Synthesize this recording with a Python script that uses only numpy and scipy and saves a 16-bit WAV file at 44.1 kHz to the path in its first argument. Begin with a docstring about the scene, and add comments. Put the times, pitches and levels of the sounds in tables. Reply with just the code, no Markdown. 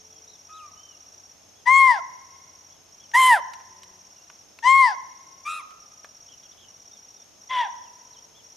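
"""A cricket trills in paired wing strokes over a chorus of others, and far birds whistle.
Then a stag gives high alarm barks at the edge of a thicket, and other deer answer from farther off.
Each bark is a nearly pure tone from the vocal folds, with rasp and hissing breath; its pitch
scoops up, holds and collapses. The trees scatter each bark back. A few dry twigs snap,
and faint low tones hang in the soft, distant air."""
import sys
import numpy as np
from scipy import signal
from scipy.fft import rfft, irfft
from scipy.io import wavfile

SR = 44100
rng = np.random.default_rng(int(sys.argv[2]) if len(sys.argv) > 2 else 0)


def log_audio(samples):
    """Write samples as a 16-bit WAV file to the path given in sys.argv[1]."""
    # one column per channel
    frames = np.atleast_2d(samples).T
    # limit to full scale, then quantise
    limited = np.clip(frames, -1, 1)
    pcm = np.round(limited * 32767).astype(np.int16)
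    wavfile.write(sys.argv[1], SR, pcm)


N = 377496

# How long the woods ring: f/Hz, time to fade by 60 dB/s
WOODS_FADE = [(300, 0.85), (1000, 1.52), (2100, 1.61), (4000, .7), (9000, .35)]
# How alike the two ears hear the background: f/Hz, likeness (1 = the same)
EAR_LIKENESS = [(30, 1), (70, .88), (140, .4), (300, .25), (700, 0.31), (2000, 0.33), (6000, 0.23),
                (12000, .3)]
# Tone colours, saying how strong each frequency is: f/Hz, relative level/dB
ECHO_COLOUR = [(300, -0.5), (1000, 4), (2100, -3.5), (4000, -4), (10000, -14.5)]  # sound scattered by trees
AIR_COLOUR = [(15, -41.5), (25, -9), (92, -2.5), (119, -2), (382, -4), (436, -3.5), (487, -4), (663, -0.5),
              (1740, -11.5), (3230, -9.5), (4800, -15), (6240, -42), (10600, -120)]  # distant air
INSECT_COLOUR = [(4000, -22.5), (4800, -15.5), (5450, -2), (5950, -9), (6400, 1.5), (6750, -11.5),
                 (7200, -24.5), (9000, -19.5), (10500, -27.5), (11900, -16.5), (13000, -32)]  # countless far insects
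RASP_COLOUR = [(100, -35), (420, -24.5), (650, -6.5), (1000, -18.5), (1450, -7.5), (1950, 1), (2450, -8.5),
               (3450, -3), (3800, -9.5), (4200, -19.5), (5200, -19), (7000, -30.5), (14000, -55)]  # a hoarse throat
HISS_COLOUR = [(1500, -33.5), (3000, -5), (4400, -8), (5300, -6), (6500, -7), (7500, 0.5), (8700, 0),
               (10200, 0), (11500, -7), (13500, -21.5)]  # escaping breath
OVERTONE_COLOUR = [(3000, 1.5), (4300, 7), (5400, -0.5), (6500, -3.5), (7600, 1), (8700, 2), (9800, -15.5),
                   (11000, -15.5), (13000, -20.5)]  # a bark's harmonics 4 to 12 (multiples of its pitch)
RUMBLE_COLOUR = [(25, -6), (85, -4), (200, -6), (400, -8), (800, -11), (3000, -40)]  # low rumble of the overloaded microphone under the loudest barks
# Faint far tones: t/s, length/s, f/Hz, level/dB
FAR_TONES = [(-.1, .48, 436, -64.5), (3.6, 0.56, 187, -68.5), (3.622, 0.394, 373.5, -67),
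             (8.05, 0.512, 454.3, -71)]
# Far crickets: f/Hz, stroke rate/Hz, level/dB
FAR_CRICKETS = [(6500, 16, -59.5), (6280, 29, -62.5), (6603, 42, -63), (5420, 35, -58.5)]
# Bird notes: t/s, length/s, middle f/Hz, arch/share of f (below 0: a dip), buzz/share of f, level/dB
BIRD_NOTES = [(0.264, 0.106, 4010, .175, 0.03, -58.5), (.528, .059, 3920, .2, 0.0047, -53.5),
              (0.585, 0.04, 2700, -.06, .005, -54.5), (0.754, 0.2143, 3116, .12, .005, -56.5),
              (2.997, 0.0623, 3320, .095, .022, -56.5), (6.28, 0.0743, 3160, .04, 0.0445, -54.5),
              (6.425, 0.047, 3260, .06, .07, -57), (6.511, 0.028, 3540, .18, .047, -56.5),
              (6.57, .095, 3310, .075, 0.055, -54), (6.917, .059, 3700, .115, .018, -58.5),
              (7.825, .069, 3000, -0.015, 0.0098, -60), (8.127, .077, 3100, -0.33, 0.0093, -57.5),
              (8.343, 0.0728, 3450, .145, 0.018, -55.5)]
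# Runs of the near cricket: first chirp t/s, last chirp t/s, level/dB
CRICKET_RUNS = [(-.005, 0.511, -45.5), (0.664, 1.299, -45), (1.685, 2.707, -46.5), (2.93, 3.153, -47),
                (3.426, 4.395, -47), (4.643, 5.499, -46), (5.807, 6.497, -45), (6.689, 7.204, -44.5),
                (7.42, 8.228, -45), (8.449, 8.563, -45)]
# Snapping twigs: t/s, peak level before gain_db/dB, centre f/Hz, time to fade by 60 dB/s
TWIG_SNAPS = [(1.136, -47, 2950, 0.078), (3.115, -38, 1865, 0.044), (3.534, -30, 2490, 0.049),
              (3.6, -41, 1000, 0.048), (3.832, -31.5, 2618, .035), (4.3, -31.5, 1396, 0.026),
              (4.588, -30.5, 1680, 0.023), (5.707, -41, 2520, 0.057), (6.044, -28.5, 956, 0.033)]
# The course of each bark: t/s, length/s, f/Hz, scoop/share of f, hold/s, fall/share of f, attack/s,
# release/s, level/dB, drift/(dB per s), second harmonic/dB, third harmonic/dB, breath/dB (these three
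# relative to the level), swell time after the start/s, strain (-1 to 1)
BARK_SHAPES = [ (.485, 0.25, 1287, 0.027, 0.077, .24, 0.012, 0.089, -46.5, 12, -17, -39, -30, .075, 0.15),
               (1.654, 0.35, 1056, .112, .187, 0.4, 0.026, 0.099, -15.5, 2, -3, -34, -33.5, .125, -0.23),
               (3.134, 0.27, 1101, 0.22, 0.11, 0.54, 0.017, 0.071, -15.5, 8.5, -0.65, -23.5, -23, 0.11, 0.63),
               (4.622, 0.33, 1082, 0.19, 0.16, 0.44, 0.053, 0.1, -13, -10.5, -3.5, -31, -32.5, 0.049, 0.26),
               (5.446, .189, 1257, .088, .127, 0.44, 0.021, 0.036, -29.5, -52.5, -6, -24.5, -16, 0.097, 0),
               (7.489, 0.2, 1110, 0.077, 0.026, 0.37, .022, .08, -28, 49, -5.5, -26, -46.5, 0.068, 0.63), ]
# The voice of each bark: left over right/dB, jitter/share of f, rasp over voice/dB, ring over rasp/dB,
# overtones over breath/dB, hiss over breath/dB, hiss tilt/(dB per octave), screech over breath/dB,
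# second fold/share of the first, echo/dB
BARK_VOICES = [ (-1, .0023, -33, -20, -5, -6.5, -6.5, -10.5, .12, -8),
               (6.5, .003, -30.5, -20, -1.5, -9, -6.5, 9, 0.0032, -16),
               (.5, .0057, -23, -24, -7.5, -3.5, 9, -6.5, .05, -17.5),
               (6, .003, -33, -20, -1.5, -5, -14, 14, 0, -16.5),
               (1.5, 0.012, -22, -4, -13, -10.5, -2, -23, 0.61, -8),
               (2.5, 0.01, -14.5, -3.5, -4, -3, 6, 11, 0.023, -10), ]


def amp(db):
    """Turns decibels into a number to multiply by."""
    return 10 ** (np.asarray(db) / 20)


def unit(x):
    """Scales a signal to an average strength (rms) of 1."""
    return x / np.sqrt(np.mean(x ** 2) + 1e-20)


def read(points, hz):
    """Reads between a table's rows, with octaves evenly spaced."""
    f, value = np.transpose(points)
    return np.interp(np.log(hz + 1), np.log(f + 1), value)


def add(mix, s, sound):
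    """Mixes a sound in at s seconds."""
    start = round(s * SR)
    sound = sound[..., max(-start, 0):]
    part = mix[..., max(start, 0):][..., :sound.shape[-1]]
    part += sound[..., :part.shape[-1]]


def pan(x, side_db):
    """Places a sound between the ears, side_db louder on the left."""
    gains = amp([[side_db / 2], [-side_db / 2]])
    return x * gains / gains.mean()


def noise(colour, size):
    """Noise of strength 1 with the given tone colour."""
    gains = amp(read(colour, np.fft.rfftfreq(size, 1 / SR)))
    return unit(irfft(rfft(rng.standard_normal(size)) * gains, size))


def wander(rate_hz, size):
    """A smooth random wobble of strength 1, mostly slower than rate_hz."""
    hz = np.fft.rfftfreq(size, 1 / SR)
    return unit(irfft(rfft(rng.standard_normal(size)) * (hz > 0) / (1 + (hz / rate_hz) ** 2), size))


def surrounding_noise(colour):
    """Noise from all around: partly alike in the two ears."""
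    alike = np.clip(read(EAR_LIKENESS, np.fft.rfftfreq(N, 1 / SR)), 0, 1)
    mid = noise(colour, N)
    side = irfft(rfft(noise(colour, N)) * np.sqrt((1 - alike) / (1 + alike)), N)
    return np.array([mid + side, mid - side])


def note(length, pitch_hz, arch, buzz, db, droop=0):
    """A tone that arches and droops, pure or buzzy."""
    u = np.linspace(-1, 1, round(length * SR))  # -1 at the start, 1 at the end
    hz = pitch_hz * (1 - arch * u ** 2 - droop * u) * (1 + buzz * wander(250, len(u)))
    return amp(db) * np.sin(2 * np.pi * np.cumsum(hz) / SR) * signal.windows.tukey(len(u), .25)


def woods(x, echoes_per_s=2500, near_fade_s=.66, tree_line_s=.165):
    """Trunks scatter sound: a quick near spray, a swell from the tree line, and a long thin tail."""
    taps = rng.standard_normal((3, 2 * SR)) * (rng.random((3, 2 * SR)) < echoes_per_s / SR)
    hz, t, spectrum = signal.stft(taps[:2] + .5 * taps[2], SR, nperseg=256)  # both ears share row 2
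    far = amp(-12.5 - 60 * t / read(WOODS_FADE, hz)[:, None])
    near = amp(2 - 60 * t / near_fade_s)
    tree_line = amp(-10) * np.exp(-((t - tree_line_s) / .017) ** 2)
    shape = np.sqrt(far ** 2 + near ** 2 + tree_line ** 2) * np.clip(t / .0052, 0, 1)
    tail = signal.istft(spectrum * shape, SR, nperseg=256)[1]
    colour = amp(read(ECHO_COLOUR, np.fft.rfftfreq(tail.shape[1], 1 / SR)))
    tail = irfft(rfft(tail) * colour) / np.linalg.norm(tail[0])
    return signal.fftconvolve(x[None], tail, axes=1)[:, :N]


def distance(air_db=-61, hum_hz=90.8, hum_db=-70.5, hum_db_per_s=-1):
    """Soft air, a fading low hum and far tones."""
    air = amp(air_db) * surrounding_noise(AIR_COLOUR)
    hum_gain = amp(hum_db + hum_db_per_s * np.arange(N) / SR + wander(.7, N))
    hum = hum_gain * np.sqrt(2) * np.sin(2 * np.pi * np.cumsum(hum_hz + wander(3.3, N)) / SR)
    tones = np.zeros(N)
    for s, length, hz, db in FAR_TONES:
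        add(tones, s, note(length, hz, arch=.018, buzz=.01, db=db))
    return air + hum + tones


def wing_stroke(pitch_hz, length, arch_hz, fall_hz):
    """A cricket's ridged wing speeds up and slows as it scrapes, so the tone arches."""
    u = np.linspace(-1, 1, round(length * SR))
    hz = pitch_hz - arch_hz * u ** 2 - fall_hz * u
    return np.sin(2 * np.pi * (np.cumsum(hz) / SR + rng.random())) * signal.windows.tukey(len(u), .65)


def cricket_chorus(haze_db=-59):
    """Far crickets, each with its own falling stroke, in a haze of countless others."""
    out = np.zeros((2, N))
    for pitch_hz, rate, db in FAR_CRICKETS:
        for s in np.arange(0, N / SR, 1 / rate):
            late, loud, detune = rng.standard_normal(3)
            tone = wing_stroke(pitch_hz + 40 * detune, length=.014, arch_hz=60, fall_hz=170)
            add(out, s + .0033 * late, amp(db + 2 * loud) * tone)
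    return out + amp(haze_db) * surrounding_noise(INSECT_COLOUR)


def birds(arch_droop=.034, dip_droop=.17, faint_per_s=.9, faint_hz=3200, echo_db=-4):
    """Far birds whistle a few clear notes, and fainter ones at random."""
    out = np.zeros(N)
    for s, length, hz, arch, buzz, db in BIRD_NOTES:
        add(out, s, note(length, hz, arch, buzz, db, arch_droop if arch > 0 else dip_droop))
    for s in np.arange(0, N / SR, 1 / faint_per_s):
        late, high, bend = rng.uniform(-1.2, 1, 3)
        hz = faint_hz * (1 + .12 * high)
        faint = note(.077, hz, arch=.14 * (bend + .5), buzz=.012, db=-63.5, droop=arch_droop)
        add(out, s + abs(late) / faint_per_s, faint)
    return out + amp(echo_db) * woods(out)


def near_cricket(pitch_hz=5750, chirp_every_s=.0572, pair_gap_s=.0195, stroke_s=.016, echo_db=-9):
    """One cricket trills in runs of double wing strokes, with short rests."""
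    out = np.zeros(N)
    for first, last, db in CRICKET_RUNS:
        for s in np.linspace(first, last, round((last - first) / chirp_every_s) + 1):
            for delay in (0, pair_gap_s):
                tone = wing_stroke(pitch_hz + 10 * rng.standard_normal(), stroke_s, 234, fall_hz=30)
                add(out, s + delay - stroke_s / 2, amp(db + .7 * rng.standard_normal()) * tone)
    return pan(out, side_db=1) + amp(echo_db) * woods(out)


def twigs(gain_db=-3, width_octaves=1.4, low_cut_hz=500, echo_db=-16):
    """Dry twigs snap: each is a short burst of broad noise that dies at once."""
    out, t = np.zeros(N), np.arange(4096) / SR
    hz = np.fft.rfftfreq(len(t), 1 / SR) + 1
    for s, db, centre_hz, fade_s in TWIG_SNAPS:
        hump = np.exp(-(np.log2(hz / centre_hz) / width_octaves) ** 2)
        colour = (hump + .043) / (1 + (low_cut_hz / hz) ** 4)
        burst = irfft(rfft(rng.standard_normal(len(t))) * colour)
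        crack = burst * amp(-60 * t / fade_s) * np.minimum(t / .0013, 1)
        add(out, s, amp(db + gain_db) * crack / abs(crack).max())
    return out + amp(echo_db) * woods(out)


def whistling(centre_hz, width_hz):
    """Rushing air rings around one frequency, which may move."""
    turn = 2 * np.pi * np.cumsum(centre_hz) / SR
    return wander(width_hz, len(turn)) * np.cos(turn) + wander(width_hz, len(turn)) * np.sin(turn)


def breath_hiss(phase, db, tilt_db, width=.55):
    """Air escapes in one puff for each cycle of the vocal folds."""
    n = len(phase)
    colour = [(f, colour_db + tilt_db * np.log2(f / 8000)) for f, colour_db in HISS_COLOUR]
    hiss = noise(colour, n) + width * np.array([[1], [-1]]) * noise(colour, n)
    return hiss * amp(db + wander(40, n)) * (1 + 1.5 * np.cos(phase))


def bark_course(length, pitch_hz, scoop, hold_s, fall, attack_s, release_s, db, db_per_s,
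                second_db, third_db, breath_db, swell_s, strain, scoop_s=.083):
    """Pitch and levels through one bark: it scoops up, holds, then collapses as the folds go slack."""
    t = np.arange(1, round(length * SR)) / SR
    catch = np.exp(-(t / .02) ** 2)  # the folds catch at the start, favouring the second harmonic
    swell = np.exp(-((t - swell_s) / .056) ** 2)  # mid-cry lift of the third harmonic and the breath
    effort = strain * swell  # lowers the pitch and the second harmonic, adds rasp
    release = np.clip(1 - (length - t) / release_s, 0, 1) ** 1.176
    rising = 1 - scoop * np.clip(1 - t / scoop_s, 0, 1) ** 2
    falling = 1 - fall * np.clip((t - hold_s) / (length - hold_s), 0, 1) ** 1.96
    hz = pitch_hz * rising * falling * (1 - .108 * effort)
    # these six levels are in dB
    level = db + db_per_s * t + 30 * np.log10(np.minimum(t / attack_s, 1)) - 30 * release
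    first = level - 5.5 * catch
    second = level + second_db + 3.5 * catch - 12 * effort + .5 * release
    third = level + third_db + 11.5 * swell + 8.5 * release
    breath = level + breath_db + 4.5 * swell + 2 * release
    hoarse = level + 5 * effort
    # extra rasp as the folds catch, and as they give way
    breaking = amp(level) * (amp(-14.5) * catch + amp(-11) * release)
    return hz, (first, second, third), breath, hoarse, breaking, catch


def bark(shape, jitter, rasp_db, ring_db, overtone_db, hiss_db, tilt_db, screech_db, second_fold,
         fold_ratio=1.075, ring_hz=3390, opening_hz=(5900, 10000), closing_hz=4950):
    """A nearly pure arched cry with rasp and hiss; it screeches as the pitch collapses."""
    hz, harmonics_db, breath_db, hoarse_db, breaking, catch = bark_course(*shape)
    n = len(hz)
    sag = np.clip(1 - hz / hz.max(), 0, .4) * 4  # 0 at the top of the arch, up to 1.6 on slack folds
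    progress = np.linspace(0, 1, n)
    throat_hz = np.interp(progress, [.13, .65], opening_hz)  # rings higher as the mouth opens
    phase = 2 * np.pi * np.cumsum(hz * (1 + (jitter + .023 * sag) * wander(170, n))) / SR
    blur = .65 * (.44 + 3 * progress ** 2 + 2 * sag * progress)
    # two folds out of tune beat against each other, once the cry is under way
    split = second_fold * np.clip(1.2 - 5 * sag, 0, 1) * (1 - catch)
    voice = np.zeros(n)
    for turn, share in ((phase, 1), (phase * fold_ratio, split)):
        for k, db in enumerate(harmonics_db, 1):
            voice += share * amp(db) * np.sin(k * turn)
        # high overtones start clear and blur, come and go, and flare as the throat's ring sweeps past
        for k in range(4, 13):
            flare_db = 17 * (1 - progress) ** 2 * np.exp(-((k * hz - throat_hz) / 1100) ** 2)
            db = breath_db + overtone_db + read(OVERTONE_COLOUR, k * hz) + flare_db + 3 * wander(20, n)
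            voice += share * amp(db) * np.cos(k * turn + blur * wander(300, n)) / 2
    tremble = .023 * (1 + 7 * sag + 4 * catch)
    voice *= np.sqrt(2) * (1 + tremble * wander(74, n))
    rasp = noise(RASP_COLOUR, n) + amp(ring_db) * whistling(np.full(n, ring_hz), width_hz=90)
    rasp *= amp(hoarse_db + rasp_db) + breaking
    shrill = amp(breath_db - 7) * whistling(throat_hz, width_hz=450)
    closing = np.clip(4 * sag, 0, 2) * progress ** 2  # the closing mouth screeches on a lower ring
    screech = amp(breath_db + screech_db) * closing * whistling(np.full(n, closing_hz), width_hz=450)
    rumble = amp(2 * harmonics_db[0] - 26) * noise(RUMBLE_COLOUR, n)  # the overloaded microphone
    hiss = breath_hiss(phase, breath_db + hiss_db, tilt_db)
    return (voice + rasp + shrill + screech + rumble + hiss) * signal.windows.tukey(n, .03)


def deer():
    """Every bark reaches the ears straight and by way of the trees."""
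    direct, to_trees = np.zeros((2, N)), np.zeros(N)
    for (s, *shape), (side_db, *voice, echo_db) in zip(BARK_SHAPES, BARK_VOICES):
        cry = bark(shape, *voice)
        add(direct, s, pan(cry, side_db))
        add(to_trees, s, amp(echo_db) * cry.mean(0))
    return direct + woods(to_trees)


def scene():
    """All sources together."""
    return deer() + twigs() + near_cricket() + cricket_chorus() + birds() + distance()


def record(dry):
    """Cuts away the treble above 13700 Hz."""
    low_pass = signal.firwin(511, 13700, window=("kaiser", 9), fs=SR)
    return signal.oaconvolve(dry, low_pass[None], "same")


dry = scene()
out = record(dry)
log_audio(out)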